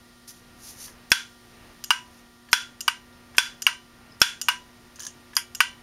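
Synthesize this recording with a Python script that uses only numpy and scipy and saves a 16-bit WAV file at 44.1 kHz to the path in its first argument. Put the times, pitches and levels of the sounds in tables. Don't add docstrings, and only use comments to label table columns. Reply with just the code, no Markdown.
import sys
import numpy as np
from scipy import signal
from scipy.fft import rfft, irfft, next_fast_len
from scipy.io import wavfile
from scipy.ndimage import uniform_filter1d, map_coordinates

SR = 44100
rng = np.random.default_rng(int(sys.argv[2]) if len(sys.argv) > 2 else 0)


def file_out(sig):
    cols = np.atleast_2d(sig).T
    lim = np.clip(cols, -1, 1)
    pcm = np.round(lim * 32767).astype(np.int16)
    wavfile.write(sys.argv[1], SR, pcm)


def nominal_scale(level):
    x = np.asarray(level, float) / 20
    return 10 ** x


N = 256662

# start_s, peak_db, thump_db
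OUTER_STOP = [
    (1.118, 1, -17),
    (2.5306, 0.5, -22),
    (3.3825, 0.5, -19),
    (4.2166, 2, -16),
]
HUB_STOP = [
    (1.906, -3.5, -35),
    (4.485, -5, -28),
]
HELD_STOP = [
    (2.88, -5, -26),
    (3.667, -2.5, -29),
    (5.605, -0.5, -67),
]
GLANCE = [
    (5.367, -8, -27),
]

# start_s, peak_db
TICKS = [
    (1.8402, -14.5),
    (2.807, -12.5),
    (3.6212, -11.5),
    (4.4149, -9),
    (5.5498, -15),
]
NAIL = [(4.959, -33), (4.9955, -26), (5.003, -22.5), (5.0075, -33), (5.0215, -28), (5.027, -34),
        (5.0334, -24.5), (5.0404, -35), (5.0505, -26), (5.0668, -18.5), (5.071, -43)]
TAPS = [
    (0.88, -39),
    (2.488, -40),
    (3.3483, -36),
    (4.9884, -40),
    (5.334, -37),
]
SLIP = .015, -43

# pitch_hz, width_hz, level_db
OUTER_BODY = [(1140, 160, -18.5), (1520, 67, 4), (2560, 133, -3), (3130, 99, -7.5), (4120, 150, -8),
              (5077, 220, -2.5), (5560, 240, -4.5), (6840, 110, -21.5)]
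HUB_BODY = [(1130, 127, -4), (1323, 76, -7), (1488, 36, 2), (1938, 34, -2.5), (2293, 146, -4.5),
            (2863, 70, 8), (4790, 54, -2.5), (5700, 540, -15.5)]
GLANCE_BODY = [(1050, 63, -7), (1640, 230, -17), (2570, 180, -13.5), (4860, 79, 5.5), (6220, 440, -9.5),
               (6870, 240, -11)]
TICK_BODY = [(1480, 290, -18), (2850, 74, 0), (5020, 180, 1), (6050, 140, -1.5), (7270, 117, 0)]
NAIL_BODY = [(1650, 620, -21.5), (3400, 190, -16), (5880, 1460, -8.5), (6400, 170, 0.5), (8600, 590, -30),
             (9900, 200, -28)]
TAP_BODY = [(1100, 400, -2), (1700, 740, 4.5), (3000, 490, 4)]
SIZZLE_BODY = [(8850, 330, 7.5), (11960, 550, 7.0), (14000, 2700, -13)]

# pitch_hz, level_db, t60_s
OUTER_RING = [(945, -11, 0.22), (990, -13, 0.2), (1410, -7, 0.34), (1535, -5, 0.22), (1567, 0, 0.25),
              (2095, -13, 0.25), (2372, -11, 0.28), (2993, -14, 0.3), (3330, -1, 0.28), (3445, 0, 0.27),
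              (3960, -11, 0.28), (4441, -13, 0.23), (4813, -5, 0.24), (5090, -10, 0.22), (5600, -8, 0.22),
              (5645, -5, 0.22), (5780, -11, 0.22), (6255, -15, 0.33), (6729, -14, 0.24), (6966, -15, 0.25),
              (9110, -13, 0.22), (9210, -14, 0.22)]
HUB_RING = [(945, -6, 0.15), (988, -10, 0.5), (1317, -9, 0.15), (1567, 0, 0.19), (1965, -16, 0.26),
            (2270, -4, 0.089), (2822, -1, 0.17), (2865, -1, 0.2), (2905, -3, 0.25), (3467, -16, 0.25),
            (4005, -17, 0.19), (5070, -9, 0.12), (5701, -13, 0.24), (5965, -23, 0.28), (6250, -23, 0.29),
            (6950, -28, 0.34), (7284, -27, 0.27), (9243, -19, 0.17)]
HELD_RING = [(947, -4, 0.16), (990, -16, 0.4), (1567, -1, 0.21), (1962, -7, 0.2), (2326, -15, 0.33),
             (2818, -2, 0.2), (3052, -5, 0.21), (3472, -15, 0.28), (3978, -20, 0.29), (4161, -24, 0.32),
             (4393, -23, 0.28), (4942, -14, 0.21), (5125, -19, 0.24), (5782, -13, 0.28), (6250, -29, 0.4),
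             (6605, -23, 0.25), (6950, -19, 0.23), (7327, -22, 0.21), (9085, -14, 0.22), (2870, -2, .2),
             (3015, -17, .42)]
GLANCE_RING = [(1416, -2, 0.15), (1567, -1, 0.17), (1965, 0, 0.13), (2326, -15, 0.36), (2982, -12, 0.3),
               (3338, -15, 0.27), (4936, -9, 0.2), (5776, -3, 0.13), (6681, -10, 0.22), (6955, -9, 0.19),
               (7208, -13, 0.19), (9076, -9, 0.2), (10550, -11, 0.13), (11110, -8, 0.13), (950, -3, .14)]
TICK_RING = [(2950, -9, .1), (5750, -5, .15), (6650, -3, .18), (6950, -4, .18), (7400, -7, .15),
             (10900, -11, .1), (12400, -11, .1)]
SLIP_RING = [(5100, -10, .1), (7400, -3, .12), (9100, -7, .12), (12100, -2, .1), (12500, 0, .12),
             (12800, -3, .1)]
NAIL_RING = [(1000, -8, .08), (1700, -4, .1), (6200, -3, .1), (6450, 0, .1), (7000, -5, .1),
             (10650, -4, .07)]

# pitch_hz, level_db (per Hz)
OUTER_ECHO = [(410, -88), (700, -87), (931, 8), (1120, -30.5), (1520, 3), (1800, -10), (3150, -4.5),
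              (3360, -5.5), (3680, -13.5), (5790, -10.5), (8000, -18.5), (11100, -17), (15500, -30)]
HUB_ECHO = [(410, -91), (840, -38), (943, 8.5), (1120, -12), (1580, 2), (1780, -16), (1900, -6),
            (2840, -3.5), (3730, -14.5), (5860, -12), (8000, -19), (9110, -15), (15500, -30.5)]
GLANCE_ECHO = [(410, -59), (700, -31), (1560, -5), (1710, -9.5), (3400, -3.5), (3730, -33), (4890, -4),
               (8000, -18), (11200, -4.5), (15500, -34)]
TICK_ECHO = [(1290, -31), (2200, -33), (2930, -6), (3930, -19), (6740, -2.5), (7930, -15), (8890, -10),
             (12300, -24), (15500, -44)]
# pitch_hz, t60_s
ROOM = [(800, 0.22), (3000, 0.24), (8000, 0.25), (14000, 0.15)]

# start_s, hold_s, level_db, rise_db_per_s
BRUSH = [
    (0.278, 0.019, -44, 5000),
    (0.367, .005, -61, 400),
    (0.643, 0.064, -45, 268),
    (0.808, 0.054, -42.5, 294),
    (2.14, 0.053, -62.5, 150),
]
# pitch_hz, level_db (per Hz)
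SKIN = [(880, -40), (1500, -14), (3470, -10), (6080, 1), (7180, -5), (7930, -12), (9650, -2), (13000, -8),
        (15800, -20)]
# center_s, length_s, pitch_hz, level_db
SQUEAKS = [
    (.98, .03, 4530, -70),
    (2.505, 0.03, 4500, -55),
    (3.132, .025, 3700, -55.5),
    (3.142, .025, 5300, -56.5),
    (3.168, .025, 5400, -62),
    (4.13, 0.045, 5100, -53),
]

# pitch_hz, level_db (rms), width_hz
HUM = [(122.3, -71.5, 2.02), (240.4, -60, 1.186), (360.5, -66.5, 1.12), (724, -73, 32), (960, -74, 3.3),
       (1183, -68, 1.335), (1400, -68.5, 3.1), (1868, -67, 81)]
# pitch_hz, level_db (per Hz)
AIR = [(12, -51), (20, -5), (113, -5), (145, -8.5), (240, -10), (268, -10.5), (355, -11.5), (386, -15),
       (456, -13), (1050, -16.5), (1430, -17), (2060, -18), (5320, -20.5), (7600, -28), (9200, -24),
       (11000, -28), (15800, -32.5)]


def unit(x):
    return x / np.sqrt(np.mean(x ** 2) + 1e-20)


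def along(points, hz):
    f, v = np.transpose(points)
    return np.interp(np.log(hz + 1), np.log(f + 1), v)


def filtered(x, response):
    m = next_fast_len(len(x) + 8192)
    return irfft(rfft(x, m) * response(np.fft.rfftfreq(m, 1 / SR)), m)[:len(x)]


def noise(spectrum):
    return unit(filtered(rng.standard_normal(N), lambda f: nominal_scale(along(spectrum, f))))


def wobble(rate):
    knots = rng.standard_normal(int(N * rate / SR) + 4)
    return map_coordinates(knots, [np.arange(N) * rate / SR])


def resonances(peaks, f):
    total = 0
    for k, (center, width, db) in enumerate(peaks):
        total = total + (-1) ** k * nominal_scale(db) * 1j * f * width / (center ** 2 - f * f + 1j * f * width)
    return total


def steep_highpass(f):
    return (-f * f / (930 ** 2 - f * f + 1j * f * 900)) ** 3


def contact_force(t, contact_s, bounce_s, bounce_db, touch):
    bounce_db = min(bounce_db, -3)
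    blow = nominal_scale(-60 * t / contact_s)
    bounce = nominal_scale(bounce_db - 60 * np.abs(t - bounce_s) / contact_s) * (t > bounce_s)
    force = (blow + bounce) * rng.standard_normal(len(t))
    force[[0, round(bounce_s * SR)]] += touch * nominal_scale([0, bounce_db])
    return force


def long_modes(t, modes):
    longest_s = 0.42
    ring = np.zeros(len(t))
    for hz, level_db, t60 in modes:
        beat_phase = 2 * np.pi * rng.uniform(20, 60) * t + rng.uniform(0, 2 * np.pi)
        beat_db = rng.normal(0, 1.5) + 3.5 * np.sin(beat_phase)
        level = nominal_scale(level_db + beat_db - 60 * t / min(t60, longest_s))
        ring += level * np.sin(2 * np.pi * hz * t + rng.uniform(0, 2 * np.pi))
    return ring


def room_tail(t, echo, damping):
    hz, s, z = signal.stft(rng.standard_normal(len(t)), SR, nperseg=256)
    decay_db = -60 * damping * s / along(ROOM, hz)[:, None]
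    z = z * nominal_scale(along(echo, hz)[:, None] + decay_db)
    tail = signal.istft(z, SR, nperseg=256)[1][:len(t)]
    return tail / tail[:SR // 50].std()


def strikes(events, body, modes, echo, contact_s, bounce_s, damping, gain_db, room_db, early_db,
            sizzle_db, ring_db, bounce_db, touch=9):
    out, t = np.zeros(N + SR), np.arange(SR // 2) / SR
    swell = (1 - np.exp(-t / 0.0016)) * (1 + nominal_scale(early_db - 60 * t / 0.047))
    u = t / 0.00012
    push = u * np.exp(1 - u)
    brighter = nominal_scale(7 * (t >= bounce_s))
    for s, db, *thump_db in events:
        force = contact_force(t, contact_s, bounce_s, bounce_db, touch)
        clack = filtered(force, lambda f: resonances(body, f) * steep_highpass(f))
        sizzle = filtered(force * brighter, lambda f: resonances(SIZZLE_BODY, f) * steep_highpass(f / 6))
        ring = long_modes(t, modes)
        ring = ring / ring[:SR // 50].std() + nominal_scale(room_db) * room_tail(t, echo, damping)
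        blow = clack / np.abs(clack).max()
        blow += nominal_scale(sizzle_db) * sizzle / np.abs(sizzle).max()
        blow += swell * nominal_scale(ring_db) * ring
        blow += nominal_scale(thump_db).sum() * push
        out[round((s - .0004) * SR):][:len(t)] += nominal_scale(db + gain_db) * blow
    return out[:N]


def arm():
    short, medium = .008, .012
    quick, late = .004, .011
    blurred = 2.5
    lead_s, slip_db = SLIP
    slipping = [(s - lead_s, slip_db) for s, *_ in OUTER_STOP + GLANCE]
    outer = strikes(OUTER_STOP, OUTER_BODY, OUTER_RING, OUTER_ECHO, medium, late, damping=0.88, gain_db=5,
                    room_db=0.5, early_db=12.5, sizzle_db=-14.5, ring_db=-28, bounce_db=-19)
    hub = strikes(HUB_STOP, HUB_BODY, HUB_RING, HUB_ECHO, short, quick, damping=1.16, gain_db=1.5,
                  room_db=-1.5, early_db=7, sizzle_db=-12, ring_db=-19.5, bounce_db=-2.5)
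    held = strikes(HELD_STOP, HUB_BODY, HELD_RING, HUB_ECHO, short, quick, damping=1.34, gain_db=2,
                   room_db=2.5, early_db=5.5, sizzle_db=-11.5, ring_db=-23.5, bounce_db=-5.5)
    glance = strikes(GLANCE, GLANCE_BODY, GLANCE_RING, GLANCE_ECHO, short, quick, damping=1.5, gain_db=3.5,
                     room_db=4, early_db=3.5, sizzle_db=-7, ring_db=-25, bounce_db=-14)
    ticks = strikes(TICKS, TICK_BODY, TICK_RING, TICK_ECHO, medium, quick, damping=0.73, gain_db=-6,
                    room_db=-blurred, early_db=-21, sizzle_db=-5, ring_db=-24, bounce_db=-3.5)
    slips = strikes(slipping, TICK_BODY, SLIP_RING, TICK_ECHO, medium, quick, damping=3.1, gain_db=-1,
                    room_db=blurred, early_db=-11, sizzle_db=6, ring_db=-5, bounce_db=0.5)
    nail = strikes(NAIL, NAIL_BODY, NAIL_RING, TICK_ECHO, short, quick, damping=1.27, gain_db=-1.5,
                   room_db=blurred, early_db=-1, sizzle_db=-21, ring_db=-25, bounce_db=-11, touch=1)
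    taps = strikes(TAPS, TAP_BODY, NAIL_RING[:2], OUTER_ECHO, short, quick, damping=2.2, gain_db=-0.5,
                   room_db=-blurred, early_db=2.5, sizzle_db=-35, ring_db=-19, bounce_db=-8)
    return outer + hub + held + glance + ticks + slips + nail + taps


def hands():
    t = np.arange(N) / SR
    lift_db_per_s = 280
    stroke, squeaks = np.zeros(N), np.zeros(N)
    for s, hold, db, rise in BRUSH:
        before, after = np.maximum(s - t, 0), np.maximum(t - s - hold, 0)
        stroke += nominal_scale(db - rise * before - lift_db_per_s * after)
    grain_db = 1.5 * wobble(300) + 1.2 * wobble(40)
    hiss = stroke * unit(noise(SKIN) * nominal_scale(grain_db))
    for s, length, hz, db in SQUEAKS:
        swell = np.exp(-(2 * (t - s) / length) ** 2)
        squeaks += nominal_scale(db) * swell * wobble(500) * np.sin(2 * np.pi * hz * t)
    return hiss + squeaks


def background():
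    t = np.arange(N) / SR
    lines = np.zeros(N)
    for hz, db, width in HUM:
        level = nominal_scale(db + 4 + 1.1 * wobble(width * 1.7))
        lines += level * np.sin(2 * np.pi * hz * t + 1.97 * wobble(width))
    air = noise(AIR)
    high = filtered(air, lambda f: f > 3000)
    rumble = nominal_scale(-54 + 2.0 * wobble(4.2)) * (air - high)
    hiss = nominal_scale(-60 + 0.7 * wobble(1.2)) * unit(high)
    return lines + rumble + hiss


def scene():
    return (arm() + hands() + background())[None]


def roll_off(x):
    return signal.sosfilt(signal.butter(12, 16400, fs=SR, output="sos"), x)


def record(dry):
    level_db = 20 * np.log10(np.abs(dry[0]) + 1e-9)
    over_db = np.clip(.6 * (level_db + 10), 0, 7)
    climb_db = 85 * np.arange(N) / SR
    duck_db = np.maximum.accumulate(over_db + climb_db) - climb_db
    duck_db = np.pad(uniform_filter1d(duck_db, size=200), (100, 0))[:N]
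    x = dry[0] * nominal_scale(-duck_db)
    x = filtered(x, lambda f: 1 - 1.56 * np.exp(-((f - 7950) / 230) ** 2))
    x = x / (1 + np.abs(x / .99) ** 8) ** (1 / 8)
    x = filtered(x, lambda f: 1 / (1 + (f / 15750) ** 120))
    return roll_off(x[None])


dry = scene()
out = record(dry)
file_out(out)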